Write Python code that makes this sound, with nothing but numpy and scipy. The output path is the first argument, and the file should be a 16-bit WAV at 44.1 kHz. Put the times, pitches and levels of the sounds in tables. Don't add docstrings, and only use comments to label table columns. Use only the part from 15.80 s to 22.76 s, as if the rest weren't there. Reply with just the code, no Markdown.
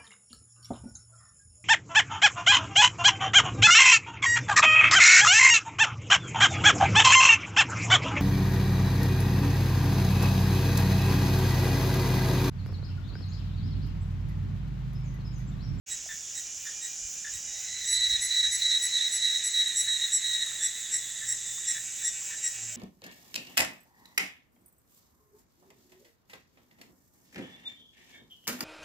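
import sys
import numpy as np
from scipy import signal
from scipy.fft import rfft, irfft, next_fast_len
from scipy.io import wavfile

SR = 44100
rng = np.random.default_rng(int(sys.argv[2]) if len(sys.argv) > 2 else 0)


def to_wav(sig):
    pcm = np.clip(np.atleast_2d(sig), -1, 1) * 32767
    pcm = np.round(pcm).astype(np.int16)
    wavfile.write(sys.argv[1], SR, pcm.T)


def volts(x):
    e = np.asarray(x, float) / 20
    return 10 ** e


N = 306936
TIME = np.arange(N) / SR
LEFT_RIGHT = np.array([[1], [-1]])


def rms_one(x):
    return x / np.sqrt(np.mean(x ** 2) + 1e-20)


def in_time(rows, silent=None):
    s, *columns = np.transpose(rows)
    return [np.interp(TIME, s, column, silent, silent) for column in columns]


def at_hz(points, hz):
    point_hz, value = np.array(points)[:, :2].T
    return np.interp(np.log(hz + 1), np.log(point_hz), value)


def drift(rate):
    r = np.exp(-16 * np.pi * rate / SR)
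    noise = rng.standard_normal(N // 8 + 8002)
    slow = signal.lfilter([1], [1, -2 * r, r * r], noise)[8000:]
    return np.interp(np.arange(N) / 8, np.arange(len(slow)), rms_one(slow))


def pan(x, db):
    return x * volts(LEFT_RIGHT * db / 2)


def swells(rows, rise, hold, fall):
    out = np.zeros(N)
    for s, db in rows:
        i = max(int((s - rise) * SR), 0)
        part = slice(i, i + SR // 2)
        t = TIME[part] - s
        attack = np.clip(t / rise + 1, 0, 1) ** 2
        out[part] += volts(db) * attack * np.exp(-np.maximum(t - hold, 0) / fall)
    return out


def spells(rows, edge, droop_db=0):
    out = np.zeros(N)
    for s, length, db in rows:
        part = slice(max(int((s - edge) * SR), 0), int((s + length + edge) * SR))
        t = TIME[part] - s
        shape = np.clip(np.minimum(t, length - t) / edge + .5, 0, 1) ** 2
        out[part] += volts(db + droop_db * (t - length / 2)) * shape
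    return out


def bumps(rows, width):
    out = np.zeros(N)
    for s, db in rows:
        part = slice(max(int((s - 4 * width) * SR), 0), int((s + 4 * width) * SR))
        out[part] += volts(db) * np.exp(-((TIME[part] - s) / width) ** 2)
    return out


# frequency in Hz, likeness from 0 to 1.
LIKENESS = [(30, 0.4), (110, 0.98), (300, 0.52), (900, 0.15), (2000, 0.56), (5000, 0.97), (8000, 0.86),
            (10000, 0.78), (13000, 1)]


def hiss(spectrum, patchy_db, rate, count):
    size = next_fast_len(N)
    hz = np.arange(size // 2 + 1) * SR / size
    low, high = spectrum[0][0], spectrum[-1][0]
    level = volts(at_hz(spectrum, hz)) * (hz > low) * (hz < high)
    mid, side = rfft(rng.standard_normal((2, size))) * level
    alike = np.clip(at_hz(LIKENESS, hz), 0, 1)
    pair = np.sqrt(1 + alike) * mid + np.sqrt(1 - alike) * side * LEFT_RIGHT
    place = np.log((hz + 1) / low) / np.log(high / low) * (count - 1)
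    shared = drift(rate / 4)
    out = 0
    for k in range(count):
        band = irfft(pair * np.clip(1 - abs(place - k), 0, 1), size)[:, :N]
        out = out + band * volts(patchy_db * (shared / 2 + drift(rate)))
    return rms_one(out)


# frequency in Hz, level in dB per Hz.
WOOD = [(76, -52), (130, -17.5), (1190, -24), (1520, -18), (2260, -17), (2950, -12), (3280, -14.5),
        (4200, -16.5), (5160, -21.5), (7000, -15.5), (9810, -53), (10700, -21), (13900, -43), (18400, -30)]


def woodland_floor():
    return pan(volts(-51) * hiss(WOOD, 1.0, 5.4, count=6), 0.19)


# time in seconds, level in dB.
BREEZE = [(0, -61.5), (1.1, -70), (2.3, -59.5), (3.5, -72.5), (6.96, -71)]
# peak in seconds, level in dB.
GUSTS = [(.33, -64), (1.25, -56), (1.56, -57), (1.68, -75), (1.96, -65), (2.19, -65), (2.33, -55),
         (2.4, -56), (2.67, -59)]
# peak in seconds, level in dB.
SURGES = [(4.1, -72), (4.5, -74), (4.75, -72), (5.25, -73), (5.5, -64.5), (5.72, -68), (6.0, -68),
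          (6.3, -73), (6.87, -56)]
# frequency in Hz, level in dB.
MOTOR = [(629.8, -81.5), (769.8, -81), (839.8, -81.5)]


def wind_and_motor():
    breeze_db, = in_time(BREEZE)
    rumble = hiss([(18, -19), (40, -0.5), (105, -6.5), (210, -19.5)], 0.68, 11, count=2)
    wind = (volts(breeze_db) + bumps(GUSTS, width=0.027)) * rumble
    nears_s = 3.74
    load = volts(np.interp(TIME, [nears_s - .15, nears_s + 0.13], [-82, -71])) + bumps(SURGES, width=0.088)
    turn = 2 * np.pi * np.cumsum(111 * (1 + 0.0145 * drift(2.4))) / SR
    tone = np.sin(turn + .45 * LEFT_RIGHT) + volts(-15.0) * np.sin(2 * turn)
    hum = tone * load * volts(4.0 + 0.5 * drift(33))
    whine = 0
    for hz, db in MOTOR:
        whine = whine + volts(db + 4.5) * np.sin(2 * np.pi * hz * TIME) * volts(3.7 * drift(3.5))
    return pan(wind, 2.2) + hum + whine


# time in seconds, lower-pitched crowd in dB, higher-pitched crowd in dB.
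CHORUS = [(0, -40, -51), (1.2, -38.5, -49), (2.75, -36, -43), (3.5, -37.5, -42), (4, -42.5, -36.5),
          (5.3, -45.5, -38.5), (5.87, -42.5, -37.5), (6.96, -42, -41.5)]
# frequency in Hz, level in dB per Hz.
LOW_CROWD = [(2530, -77), (4300, -23.5), (4730, -17), (4850, -10.5), (5210, -6.5), (5680, -2), (6250, 0),
             (6650, 2), (7270, 1), (7780, -14.5), (8250, -15.5), (8620, -46), (9000, -20), (11700, -35),
             (19800, -120)]
HIGH_CROWD = [(5600, -35), (6500, -8), (7100, -6.5), (7400, -4), (7800, -5), (8400, -14), (8650, -19),
              (9500, -33), (10500, -26.5), (12500, -33), (13600, -34), (14000, -45)]


def far_chorus():
    low_db, high_db = in_time(CHORUS)
    low = volts(low_db - 0.5) * hiss(LOW_CROWD, 1.0, 26, count=4)
    high = volts(high_db) * hiss(HIGH_CROWD, 0.62, 23, count=4)
    return pan(low + high, -3.0)


# frequency in Hz, level in dB per Hz.
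CRICKET = [(12400, -26), (13300, -16), (14100, -32), (15000, -26), (15500, -10), (15900, -10), (16500, -11),
           (17300, -15), (18300, -15)]


def bush_cricket():
    throbs = [(s, -56.5) for s in np.arange(0.1, N / SR + .1, .245)]
    level = bumps(throbs, width=0.051) + volts(-65)
    return pan(level * hiss(CRICKET, 1.6, 18, count=3), -1.4)


# start in seconds, length in seconds, level in dB.
FAR_PHRASES = [
    [(.6, 1.24, -64.5), (2.2, 2.1, -67.5), (6.7, 0.35, -76)],
    [(-.2, 0.34, -59.5), (1.7, 3.56, -62), (5.8, .5, -59.5), (6.3, 0.69, -57)],
]
# pulses in Hz, throb in Hz, a throb peak in seconds, raise of odd partials and equal cut of
# even ones in dB.
FAR_PULSE_HZ = [265, 254.5]
FAR_THROB_HZ = [7.1, 7.3]
FAR_THROB_PEAK_S = [.69, 6.635]
FAR_ODD_DB = [4, 0]
# frequency in Hz, level in dB.
FAR_BODY = [(1500, -8), (1780, -11), (2030, -16), (2300, 0), (2600, -1), (2900, -2), (3100, -11),
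            (3600, -16), (4200, -22), (4750, -15), (5400, -15)]


def far_singers():
    out = 0
    singers = zip(FAR_PHRASES, FAR_PULSE_HZ, FAR_THROB_HZ, FAR_THROB_PEAK_S, FAR_ODD_DB)
    for phrases, hz, throb_hz, peak_s, odd_db in singers:
        level = volts(-82) + spells(phrases, edge=0.15)
        throb = np.cos(2 * np.pi * throb_hz * (TIME - peak_s) + .15 * drift(1.5))
        pulse_hz = hz * (1 + 0.0054 * throb + .002 * drift(0.3615))
        pulse = np.exp(2j * np.pi * np.cumsum(pulse_hz) / SR)
        fades = volts(1.5 * drift(2.5))
        wave = pulse ** 5 * level * (.62 + .38 * throb)
        for k in range(6, 22):
            wave = wave * pulse * np.exp(1j * k)
            body = volts(at_hz(FAR_BODY, hz * k) + 5.5 - odd_db * (-1) ** k)
            out = out + body * np.roll(fades, k * SR // 3) * wave.real
    return pan(out, -.5)


# start in seconds, length in seconds, frequency in Hz, level in dB.
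NOTES = [(.07, .45, 3385, -62), (.15, .25, 2255, -66), (.4, .2, 3650, -66), (.9, .2, 3345, -69),
         (1.69, .1, 3790, -55), (1.8, .06, 3750, -54), (2.0, 1.6, 5039, -61), (4.6, 2.3, 4737, -68),
         (4.6, .5, 3375, -62), (5.2, .35, 3345, -61), (4.8, .12, 3535, -51), (4.96, .12, 3572, -54),
         (5.2, .1, 3525, -52), (5.31, .09, 3562, -54), (5.6, .2, 3562, -52), (5.77, .13, 3740, -53),
         (5.85, .12, 3455, -54), (5.86, .15, 3910, -54), (6.2, .16, 3562, -55), (6.2, .08, 3910, -54),
         (6.5, .3, 3900, -60), (5.62, .2, 7390, -45), (6.34, .26, 7400, -44), (6.8, .14, 7403, -43),
         (5.65, .3, 8220, -56), (6.66, .07, 570, -70), (6.78, .08, 775, -69), (6.79, .08, 388, -75),
         (6.92, .05, 640, -68)]


def held_notes():
    out = np.zeros(N)
    waver, flicker = 1 + 0.002 * drift(6.6), volts(2.5 * drift(25))
    for s, length, hz, db in NOTES:
        part = slice(int((s - .02) * SR), int((s + length + 0.023) * SR))
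        t = TIME[part] - s
        edge = np.clip(np.minimum(t + 0.027, length + 0.012 - t) / 0.017, 0, 1)
        tone = np.sin(2 * np.pi * hz * np.cumsum(waver[part]) / SR)
        out[part] += volts(db + 5.0) * edge * flicker[part] * tone
    return out


# start in seconds, level in dB, frequency in Hz.
TICKS = [(.262, -50, 676), (4.672, -50, 1250), (4.718, -48, 1380), (5.782, -49, 1148), (6.421, -54, 1146),
         (6.5, -52.5, 982), (3.222, -42, 11560), (3.88, -30, 11060), (4.064, -38, 10750),
         (4.665, -31.5, 10880), (4.71, -37, 10400), (4.884, -35, 11500), (4.91, -38, 11150)]


def twigs():
    out, t = np.zeros(N), np.arange(SR // 20) / SR
    for s, db, hz in TICKS:
        ring = np.sin(2 * np.pi * hz * t) * np.exp(-t * hz / 2.5)
        out[int(s * SR):][:len(t)] += volts(db + 6.5) * ring * np.clip(t * hz / 0.36, 0, 1)
    return out


# upper muscle side line in dB, lower side line in dB,
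# blur from 0 to 1, left minus right in dB.
PARTIALS = [(-17, -28, .75, -1.5), (-14, -22, .26, -3.0), (-24, -7, .45, -1), (-26, -14, .3, -.3),
            (-26, -15, .45, -4), (-22, -16, .5, -2), (-20, -16, .6, -1.5)]


def tymbal(rib_hz, levels, clear=1, rough=1, tilt=0):
    click = np.exp(2j * np.pi * np.cumsum(rib_hz * (1 + 0.001087 * drift(31.75))) / SR)
    muscle_hz = 289 * (1 + .03 * drift(40))
    pull = np.exp(2j * np.pi * np.cumsum(muscle_hz) / SR) * volts(2.5 * drift(30))
    blur = rough * (drift(151) + 1j * drift(121))
    out, wave = 0, np.sqrt(2)
    for k, (level, (up_db, down_db, share, side_db)) in enumerate(zip(levels, PARTIALS)):
        wave = wave * click
        lines = 1 + volts(up_db) * pull + volts(down_db) * pull.conj()
        shape = clear * lines + share * (1 + tilt * max(k - 1, 0)) * blur
        out = out + pan(level * (shape * wave).real, side_db)
    return out


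def rib_rate(table, sag):
    s, hz = np.array(table)[:, 0] - .02, np.array(table)[:, 2] / 4
    last = np.clip(np.searchsorted(s, TIME) - 1, 0, None)
    since = TIME - s[last]
    paused = np.diff(s, prepend=s[0])[last] > .1
    sweep = .03 * paused * np.exp(-(since / .014) ** 2) - .03 * (since < 0)
    tiring = np.clip(1 - .2 * (s[last] - s[0]), .3, 1)
    return hz[last] * (1 - sag * tiring * np.clip(since - .09, 0, .24) - sweep)


# 4th partial in Hz, 3rd partial in dB re the 4th, 5th partial in dB re the 4th.
ACCENT_BODY = [(7630, -11, -18.5), (7908, -10.5, -6)]


def accents(table, hold, second_db=0, third_db=0):
    s, db, hz, first = np.transpose(table)
    body_hz, *body_db = np.transpose(ACCENT_BODY)
    third, fifth = [np.interp(hz, body_hz, column) for column in body_db]
    relative = [first, first + 0.42 + second_db, third + third_db, 0 * s, fifth, fifth - 15, fifth - 25]
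    return [swells(zip(s + 0.0058, db + r - 7), rise=0.036, hold=hold, fall=0.0079) for r in relative]


# time in seconds, peak in dB, 4th partial in Hz, 1st partial in dB re the 4th.
EARLY = [(0.109, -28, 7680, -18), (0.5615, -30.5, 7680, -17.5), (1.0256, -30.5, 7640, -17.5),
         (1.533, -33.5, 7660, -18.5)]
# time in seconds, peak in dB, octave above in dB re it.
LOW_CHIRPS = [(0.29, -29.5, -4), (0.855, -30, -4), (1.4444, -31, -5.5), (2.6308, -32, -14),
              (3.1839, -38.5, 18), (4.0706, -31, -7), (4.8054, -34.5, 9), (5.414, -32, -17),
              (5.9449, -33, -1), (6.2122, -36, 4), (6.5089, -31.5, -9)]


def neighbours():
    early_levels = accents(EARLY, .03, second_db=8, third_db=-10)
    early = tymbal(rib_rate(EARLY, sag=0), early_levels, rough=1.1)
    s, db, octave = np.transpose(LOW_CHIRPS)
    levels = [swells(zip(s, db - 11.5 + r), rise=0.006, hold=0.035, fall=0.012) for r in (0 * s, octave)]
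    chirps = tymbal(np.full(N, 1785.), levels, clear=0.43, rough=0.67)
    return pan(early, -3.0) + pan(chirps, 2.2)


# time in seconds, peak in dB, 4th partial in Hz, 1st partial in dB re the 4th.
ACCENTS = [(2.0594, -29, 7670, -21), (2.0952, -26.5, 7860, -13), (2.1292, -30.5, 7858, -15),
           (2.4213, -24, 7885, -12), (2.7228, -24, 7864, -13), (3.025, -24.5, 7836, -13),
           (3.3257, -23.5, 7806, -17.5), (3.6427, -23.5, 7787, -17), (3.9705, -20.5, 7743, -40),
           (4.3305, -19.5, 7723, -25), (4.8252, -20.5, 7690, -17.5), (5.1288, -20.5, 7673, -17.5),
           (5.4876, -21.5, 7670, -18.5), (5.879, -21.5, 7625, -17.5), (6.248, -22, 7630, -17.5),
           (6.6353, -23, 7630, -18.5)]
# time in seconds, wash of the 2nd partial in dB.
EFFORT = [(1.66, -64), (1.8, -54), (1.96, -46), (2.11, -39.5), (4.4, -39), (4.76, -44), (5.3, -48.5),
          (5.9, -53), (6.2, -58.5), (6.96, -61.5)]
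# start in seconds, length in seconds, level in dB.
BURSTS = [(2.125, 0.15, -31), (2.295, 0.075, -30), (2.505, .11, -31), (2.625, 0.051, -29.5),
          (2.815, 0.059, -30.5), (2.89, .09, -30), (3.125, 0.065, -31.5), (3.205, 0.079, -31.5),
          (3.42, 0.076, -30.5), (3.495, 0.08, -33.5), (3.74, 0.093, -30.5), (3.855, 0.053, -36),
          (4.075, 0.1, -34), (4.21, 0.045, -30), (4.44, 0.089, -37), (4.53, 0.043, -31),
          (4.605, 0.034, -34.5)]
DRONE_UPPER_DB = [-15, -11, -25, -33.5, -51]


def near_cicada():
    rib_hz = rib_rate(ACCENTS, sag=.11)
    effort_db, = in_time(EFFORT, -120)
    bursts = spells(BURSTS, edge=.012, droop_db=3)
    lift_db = 20 * np.log10(1 + bursts * volts(drift(38) - effort_db))
    second_db = effort_db + lift_db
    first_db = -44 + 0.5 * (effort_db + 38.5) + 0.31 * lift_db
    clear = np.clip((second_db + 42) / 9, .1, 1)
    lower = [volts(first_db - 3.5), volts(second_db + 1.0) * (3.0 - 2 * clear)]
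    upper = [volts(0.71 * second_db + db - 12.5) for db in DRONE_UPPER_DB]
    drone = tymbal(rib_hz, lower + upper, clear, tilt=0.25)
    bright = tymbal(rib_hz, accents(ACCENTS, .036), rough=.85)
    return pan(drone, -.4) + pan(bright, .3)


# delay in seconds, level in dB.
ECHOES = [
    (.022, -16),
    (.046, -20.5),
]


def forest(x, t60):
    t = np.arange(int(.8 * SR)) / SR
    mid, side = rng.standard_normal((2, len(t))) * volts(-60 * t / t60) * np.clip(t / 0.0022, 0, 1)
    tail = (mid + 0.36 * side * LEFT_RIGHT) * volts(-10.5) / np.sqrt(np.sum(mid ** 2))
    for delay, db in ECHOES:
        i = int(delay * SR)
        tail[[0, 1], [i, i + 2]] += volts(db)
    return pan(signal.fftconvolve(x[None], tail, axes=1)[:, :N], 0.94)


def scene():
    near = near_cicada() + neighbours() + twigs() + held_notes()
    scatter = forest(near.mean(axis=0), t60=.5)
    background = woodland_floor() + wind_and_motor() + far_chorus() + bush_cricket()
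    return near + scatter + far_singers() + background


def roll_off(x):
    return signal.sosfilt(signal.butter(12, 18390, fs=SR, output="sos"), x)


def record(dry):
    x = dry * np.clip((TIME - .061) / 0.023, 0, 1)
    x = signal.sosfilt(signal.cheby2(16, 64, 18530, fs=SR, output="sos"), x)
    return roll_off(x)


dry = scene()
out = record(dry)
to_wav(out)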